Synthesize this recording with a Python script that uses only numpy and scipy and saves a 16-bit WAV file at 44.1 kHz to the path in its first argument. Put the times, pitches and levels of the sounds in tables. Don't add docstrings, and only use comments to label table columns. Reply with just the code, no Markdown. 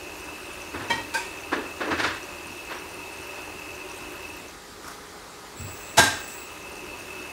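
import sys
import numpy as np
from scipy import signal
from scipy.fft import rfft, irfft, next_fast_len
from scipy.io import wavfile
from scipy.ndimage import uniform_filter1d, map_coordinates

SR = 44100
rng = np.random.default_rng(int(sys.argv[2]) if len(sys.argv) > 2 else 0)


def transcribe(u):
    v = np.clip(np.atleast_2d(u).T, -1, 1)
    q = np.round(v * 32767).astype(np.int16)
    wavfile.write(sys.argv[1], SR, q)


N = 322812
T = np.arange(N) / SR

# centre in Hz, width in Hz, strength in dB.
HOUSING_MODES = [(2530, 50, -7), (2586, 28, -1), (2623, 30, 0), (2700, 60, -6), (2830, 200, -11)]
# centre in Hz, width in Hz, strength in dB.
BOARD_MODES = [(82.4, 34, -4), (300.7, 20.7, -0.5), (370, 38, 0), (587.4, 32, -2.5), (940, 36, -3),
               (1054, 30, -7)]
# centre in Hz, width in Hz, strength in dB.
BELL_MODES = [(5700, 180, -11), (8800, 120, -13), (11300, 160, -9), (14800, 230, -24)]
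# frequency in Hz, relative level in dB per Hz.
WHIRR_SPECTRUM = [(290, -46), (500, -2.5), (586, -4.5), (659, 0), (933, -2), (2190, -4), (2610, -2),
                  (3200, -14.5), (7640, -16.5), (8830, -15.5), (16000, -20)]
# time in seconds, level in dB relative to full speed.
LOAD_CURVE = [(0, 0), (4.26, 0), (4.38, -1.5), (4.5, -7), (4.6, -30), (5.55, -23), (5.61, -5), (6.45, -3),
              (6.95, 0), (7.32, 0.5)]

# frequency in Hz, relative level in dB per Hz.
AIR_SPECTRUM = [(15, -26), (25, 2.5), (145, -8), (175, -8.5), (293, -2), (416, -2.5), (624, -7), (695, -9),
                (775, -6), (1260, -5.5), (2840, -15), (3920, -12.5), (7710, -17), (16000, -30)]
# frequency in Hz, peak level in dB before the slow wavering.
HUM_TONES = [(177.6, -59.5), (414.5, -53), (506.0, -61), (705.2, -63), (823.6, -57.5), (963.6, -61),
             (1238, -55.5), (2062, -59.5)]
# time in seconds, level in dB.
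RUMBLE_CURVE = [(0, -60), (1.5, -61), (3, -70), (4.3, -56), (4.7, -65.5), (7.32, -68)]

# start in seconds, starting strength in dB, pitch in Hz.
CLEAR_TICKS = [(0.6195, -28, 6030), (0.823, -35, 8930), (0.8844, -31, 5900), (1.7739, -35, 8940),
               (2.2298, -28, 5900), (2.4703, -28, 8900), (2.5721, -34, 8930), (2.9442, -32, 8930),
               (3.131, -34, 8920), (3.707, -35, 6200), (3.917, -30, 5860), (3.9789, -31, 8760),
               (4.4844, -31, 6160), (5.6094, -37, 8000), (6.2794, -29, 8300)]

# start in seconds, level in dB, rise in seconds, treble tilt in dB per octave.
KNOCK_EVENTS = [(.738, -32, .012, -2.5), (.79, -35.5, 0.024, -2), (1.517, -25.5, 0.016, -2),
                (1.555, -31.5, 0.011, -5), (1.802, -28, 0.015, -2.1), (1.845, -30, 0.047, -5.5),
                (1.905, -26.5, 0.011, -1), (1.975, -26, 0.027, 1.1), (2.03, -25, 0.016, 1.5),
                (2.07, -35.5, .0042, -0.5), (2.69, -35, 0.031, -0.3), (5.975, -29.5, 0.024, -10)]
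# frequency in Hz, relative level in dB per Hz.
KNOCK_SPECTRUM = [(88, -44), (150, -26), (205, -23), (301, -6.5), (726, -10.5), (973, -8.5), (1150, -8),
                  (1850, -10.5), (2390, -14.5), (4540, -19.5), (12000, -44.5), (15600, -71), (22000, -120)]
# centre in Hz, width in Hz, strength in dB.
CUPBOARD_MODES = [(283, 100, -1), (980, 44, -1.5), (1690, 250, 2), (3700, 83, -4)]
# frequency in Hz, share of the decay time.
DECAY_SHARE = [(200, 0.9), (1500, 1.07), (7000, 0.98), (11000, 0.7), (16000, 0.61)]
# start in seconds, level in dB.
THUMP_EVENTS = [(0.74, -34), (0.901, -35), (1.9, -32), (2.031, -36), (5.588, -30), (5.976, -25),
                (6.023, -42)]
# centre in Hz, width in Hz, strength in dB.
JOIST_MODES = [(88, 39, 5.5), (144, 63, -0.5), (60, 20, -31), (243, 43, 0.5)]

# start in seconds, level in dB, rise in seconds, treble tilt in dB per octave.
CLATTER_EVENTS = [(.897, -30, 0.0085, -3), (1.137, -32.5, 0.0072, 0.5), (1.165, -39.5, 0.0077, 1.1),
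                  (5.97, -17.5, 0.013, -0.36), (6.03, -28, 0.01, 0.7), (6.275, -43, .0054, 9)]
# frequency in Hz, relative level in dB per Hz.
CLATTER_SPECTRUM = [(71, -46), (120, -20), (250, -8), (400, -10), (569, -10), (900, -6), (1550, -7),
                    (2500, -8.5), (4000, -11), (7000, -11.5), (9500, -15), (12000, -23.5), (16000, -26)]
# pitch in Hz, relative level in dB, time to fall 60 dB in seconds.
BOWL = [(537, -6, 0.19), (924, 3, 0.25), (1890, 1, 0.23), (2310, -2.5, 0.21), (3155, -3.5, 0.25),
        (4010, -7.5, 0.21), (4750, -22, .3), (5254, -19, .3), (6440, -29, .3)]
# pitch in Hz, relative level in dB, time to fall 60 dB in seconds.
CUP = [(536, -9, 0.17), (927, -3.5, 0.27), (1563, -3.5, 0.25), (1850, -19, 0.55), (2299, -17, 0.5),
       (2464, -5.5, 0.27), (3540, -26, 0.49), (4720, -14, 0.27), (7350, -25, 0.47), (9600, -34, 0.32)]
# pitch in Hz, relative level in dB, time to fall 60 dB in seconds.
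PLATE = [(673, -8.5, 0.44), (865, -4.5, 0.43), (940, -6, 0.22), (1475, -27, 0.35), (1593, 1, 0.46),
         (1810, -12, 0.65), (2180, -28, 0.26), (3520, -13, 0.5), (3900, -8, 0.46), (5320, -12, 0.46),
         (6470, -16.5, 0.56), (6840, -18, 0.38), (8420, -13, 0.4), (11300, -16, 0.37)]
# table of ringing tones, start in seconds, level in dB.
PIECES_SET_DOWN = [(BOWL, .897, -20), (BOWL, 0.97, -33.5), (CUP, 1.138, -19), (CUP, 1.165, -27.5),
                   (PLATE, 5.97, -13)]

# frequency in Hz, relative level in dB per Hz.
SKIN_SPECTRUM = [(600, -10), (1300, 5.5), (2300, -13), (3800, -17), (5000, -8), (10000, -14), (15000, -21)]

# start in seconds, end in seconds, level in dB.
WHISTLE_EVENTS = [(5.55, 5.91, -48), (6.1, 6.447, -48.5)]
# centre in Hz, width in Hz, strength in dB.
WHISTLE_LOWER = [(7450, 450, -3), (7920, 400, 0)]
# centre in Hz, width in Hz, strength in dB.
WHISTLE_UPPER = [(15200, 350, -3), (15640, 350, 0)]

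SHAFT_HZ = 41.4
WHINE_DB, DRONE_DB, WHIRR_DB = -44, -45.5, -46
DRONE_FOLLOWS, WHIRR_FOLLOWS = 1.2, 0.48
AIR_DB = -43.5
FAINT_DB, FAINT_SPREAD_DB = -47, 17
KNOCK_T60_S, CLATTER_T60_S, THUMP_T60_S = 0.43, 0.47, 0.46
SOFT_DB, EARLY_PER_DB = -36.5, 0.04
SLIDE_S, SLIDE_DB = 4.88, -39
SLIDE_RISE_DB_PER_S, SLIDE_FALL_DB_PER_S = 190, 120
OCTAVE_DB = -3.5
WHISTLE_ATTACK_S, WHISTLE_RELEASE_S = 0.028, 0.046
TOP_HZ = 15750


def amp(db):
    return 10 ** (np.asarray(db) / 20)


def unit(x):
    return x / np.sqrt(np.mean(x ** 2) + 1e-20)


def noise(size=N):
    return rng.standard_normal(size)


def along(points, hz):
    f, v = np.transpose(points)
    return np.interp(np.log(hz + 1), np.log(f + 1), v)


def curves(rows):
    s, *cols = np.transpose(rows)
    return [np.interp(T, s, c, left=-120, right=-120) for c in cols]


def wobble(rate, size=N):
    points = noise(int(size * rate / SR) + 4)
    return map_coordinates(points, [np.arange(size) * rate / SR])


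def filtered(x, response):
    m = next_fast_len(len(x) + 8192)
    spectrum = rfft(x, m) * response(np.fft.rfftfreq(m, 1 / SR))
    return irfft(spectrum, m)[:len(x)]


def body(modes):
    def response(f):
        total = 0
        for k, (centre, width, db) in enumerate(modes):
            resonance = 1j * f * width / (centre * centre - f * f + 1j * f * width)
            total = total + (-1) ** k * amp(db) * resonance
        return total
    return response


def colour(points):
    return lambda f: amp(along(points, f))


def ringing_noise(modes, size=N):
    return unit(filtered(noise(size), lambda f: body(modes)(f) ** 2))


def add(out, s, sound):
    part = out[round(s * SR):][:len(sound)]
    part += sound[:len(part)]


def patchy(depth_db):
    z = signal.stft(noise(N + 512), nperseg=512)[2]
    field = uniform_filter1d(noise(z.shape), size=7, axis=0)
    field = uniform_filter1d(field, size=8, axis=1)
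    return signal.istft(z * amp(depth_db * unit(field)), nperseg=512)[1][:N]


def pump():
    load_db, = curves(LOAD_CURVE)
    turn = 2 * np.pi * np.cumsum(SHAFT_HZ * (1 + 0.00548 * wobble(2.995))) / SR
    mesh = 1 + .06 * np.cos(turn) + .17 * np.cos(2 * turn) + .11 * np.cos(4 * turn)
    housing, bell = body(HOUSING_MODES), body(BELL_MODES)
    whine = mesh * unit(filtered(noise(), lambda f: np.abs(housing(f)) ** 1.31))
    drone = ringing_noise(BOARD_MODES)
    whirr_response = lambda f: colour(WHIRR_SPECTRUM)(f) * (1 + np.abs(bell(f)))
    whirr = unit(filtered(mesh * patchy(depth_db=1.5), whirr_response))
    whine_gain = amp(WHINE_DB + load_db + 0.42 * wobble(9.5))
    drone_gain = amp(DRONE_DB + DRONE_FOLLOWS * load_db + 0.28 * wobble(9))
    whirr_gain = amp(WHIRR_DB + WHIRR_FOLLOWS * load_db + 0.2 * wobble(11))
    return whine_gain * unit(whine) + drone_gain * drone + whirr_gain * whirr


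def house():
    tones = np.zeros(N)
    for hz, db in HUM_TONES:
        tones += amp(db) * np.sin(2 * np.pi * hz * T + 0.67 * wobble(4))
    air = unit(filtered(patchy(depth_db=1.5), colour(AIR_SPECTRUM)))
    return amp(2.0 * wobble(4.33)) * tones + amp(AIR_DB + 0.33 * wobble(3.0)) * air


def rumble():
    level_db, = curves(RUMBLE_CURVE)
    return amp(level_db) * ringing_noise([(41, 9, 0), (85, 30, -2)])


def ticks():
    out, t = np.zeros(N), np.arange(SR // 40) / SR
    load_db, = curves(LOAD_CURVE)
    draw = rng.random((900, 4))
    s = draw[:, 0] * (N - 1) / SR
    pitches = np.array([8900, 8900, 5900, 6400, 14000])
    hz = pitches[(5 * draw[:, 1]).astype(int)] * (1 + .09 * (draw[:, 2] - .5))
    faint_db = FAINT_DB + load_db[(s * SR).astype(int)]
    faint_db = faint_db + FAINT_SPREAD_DB * draw[:, 3] ** 3
    faint_db = faint_db - 3 * np.log2(hz / 6000)
    shape = amp(-60 * t / 0.0085) * (1 - np.exp(-t / 0.00033))
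    for start, db, pitch in [*CLEAR_TICKS, *np.c_[s, faint_db, hz]]:
        add(out, start, amp(db) * shape * np.sin(2 * np.pi * pitch * t))
    echo = noise(SR // 4) * amp(-60 * T[:SR // 4] / 0.23)
    return out + amp(-4) * signal.fftconvolve(out, echo / np.linalg.norm(echo))[:N]


def blows(table, t60, response):
    out = np.zeros(N)
    for s, db, rise, tilt_db in table:
        hz, t, z = signal.stft(noise(SR // 2), SR, nperseg=256)
        decay_s = (t60 * along(DECAY_SHARE, hz))[:, None]
        z = z * amp(-60 * np.maximum(t - rise, 0) / decay_s)
        burst = signal.istft(z, SR, nperseg=256)[1]
        tilt = lambda f: amp(tilt_db * np.log2(np.maximum(f, 150) / 1000))
        burst = filtered(burst, lambda f: response(f) * tilt(f))
        burst = burst / np.std(burst[:SR // 30])
        t = T[:len(burst)]
        early = EARLY_PER_DB * max(db - SOFT_DB, 0)
        first = 1 + early * np.exp(-np.abs(t - rise) / np.where(t < rise, .006, .014))
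        clumps = amp(0.89 * wobble(98.6, size=len(t)))
        build_up = np.clip(t / rise, 0, 1) ** 0.54
        add(out, s, amp(db) * burst * build_up * first * clumps)
    return out


def knocks():
    cupboard = body(CUPBOARD_MODES)
    response = lambda f: colour(KNOCK_SPECTRUM)(f) * (1 + np.abs(cupboard(f)))
    return blows(KNOCK_EVENTS, KNOCK_T60_S, response)


def thumps():
    out, t = np.zeros(N), T[:SR // 2]
    shape = amp(-60 * t / THUMP_T60_S) * (1 - np.exp(-t / 0.014))
    for s, db in THUMP_EVENTS:
        add(out, s, amp(db) * shape * ringing_noise(JOIST_MODES, len(t)))
    return out


def crockery():
    out, t = blows(CLATTER_EVENTS, CLATTER_T60_S, colour(CLATTER_SPECTRUM)), T[:SR // 2]
    swell = np.clip(t / .014, 0, 1) ** 1.4
    for modes, s, db in PIECES_SET_DOWN:
        for hz, level_db, t60 in modes:
            pace = 40 + .025 * hz
            flutter = amp(3 * wobble(pace, size=len(t)))
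            tone = np.sin(2 * np.pi * hz * t + 1.3 * wobble(pace, size=len(t)))
            add(out, s, amp(db + level_db - 60 * t / t60) * swell * flutter * tone)
    return out


def slide():
    slope = np.where(T < SLIDE_S, SLIDE_RISE_DB_PER_S, SLIDE_FALL_DB_PER_S)
    stroke_db = SLIDE_DB - slope * np.abs(T - SLIDE_S)
    grain = amp(1.2 * wobble(160))
    return amp(stroke_db) * unit(grain * filtered(noise(), colour(SKIN_SPECTRUM)))


def whistle():
    on = np.zeros(N)
    for start, end, db in WHISTLE_EVENTS:
        attack = np.clip((T - start) / WHISTLE_ATTACK_S, 0, 1)
        release = np.exp(-np.maximum(T - end, 0) / WHISTLE_RELEASE_S)
        on += amp(db) * attack * release
    lower = amp(1.9 * wobble(25)) * ringing_noise(WHISTLE_LOWER)
    upper = amp(OCTAVE_DB + 3 * wobble(25)) * ringing_noise(WHISTLE_UPPER)
    return on * (lower + upper)


def scene():
    near = pump() + ticks() + slide() + whistle()
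    far = house() + rumble() + knocks() + thumps() + crockery()
    return (near + far)[None]


def record(dry):
    x = filtered(dry[0], lambda hz: 1 / (1 + (36 / (hz + 1e-3)) ** 8))
    x = x / (1 + np.abs(x / .9) ** 4) ** (1 / 4)
    return filtered(x, lambda hz: hz < TOP_HZ)[None]


dry = scene()
out = record(dry)
transcribe(out)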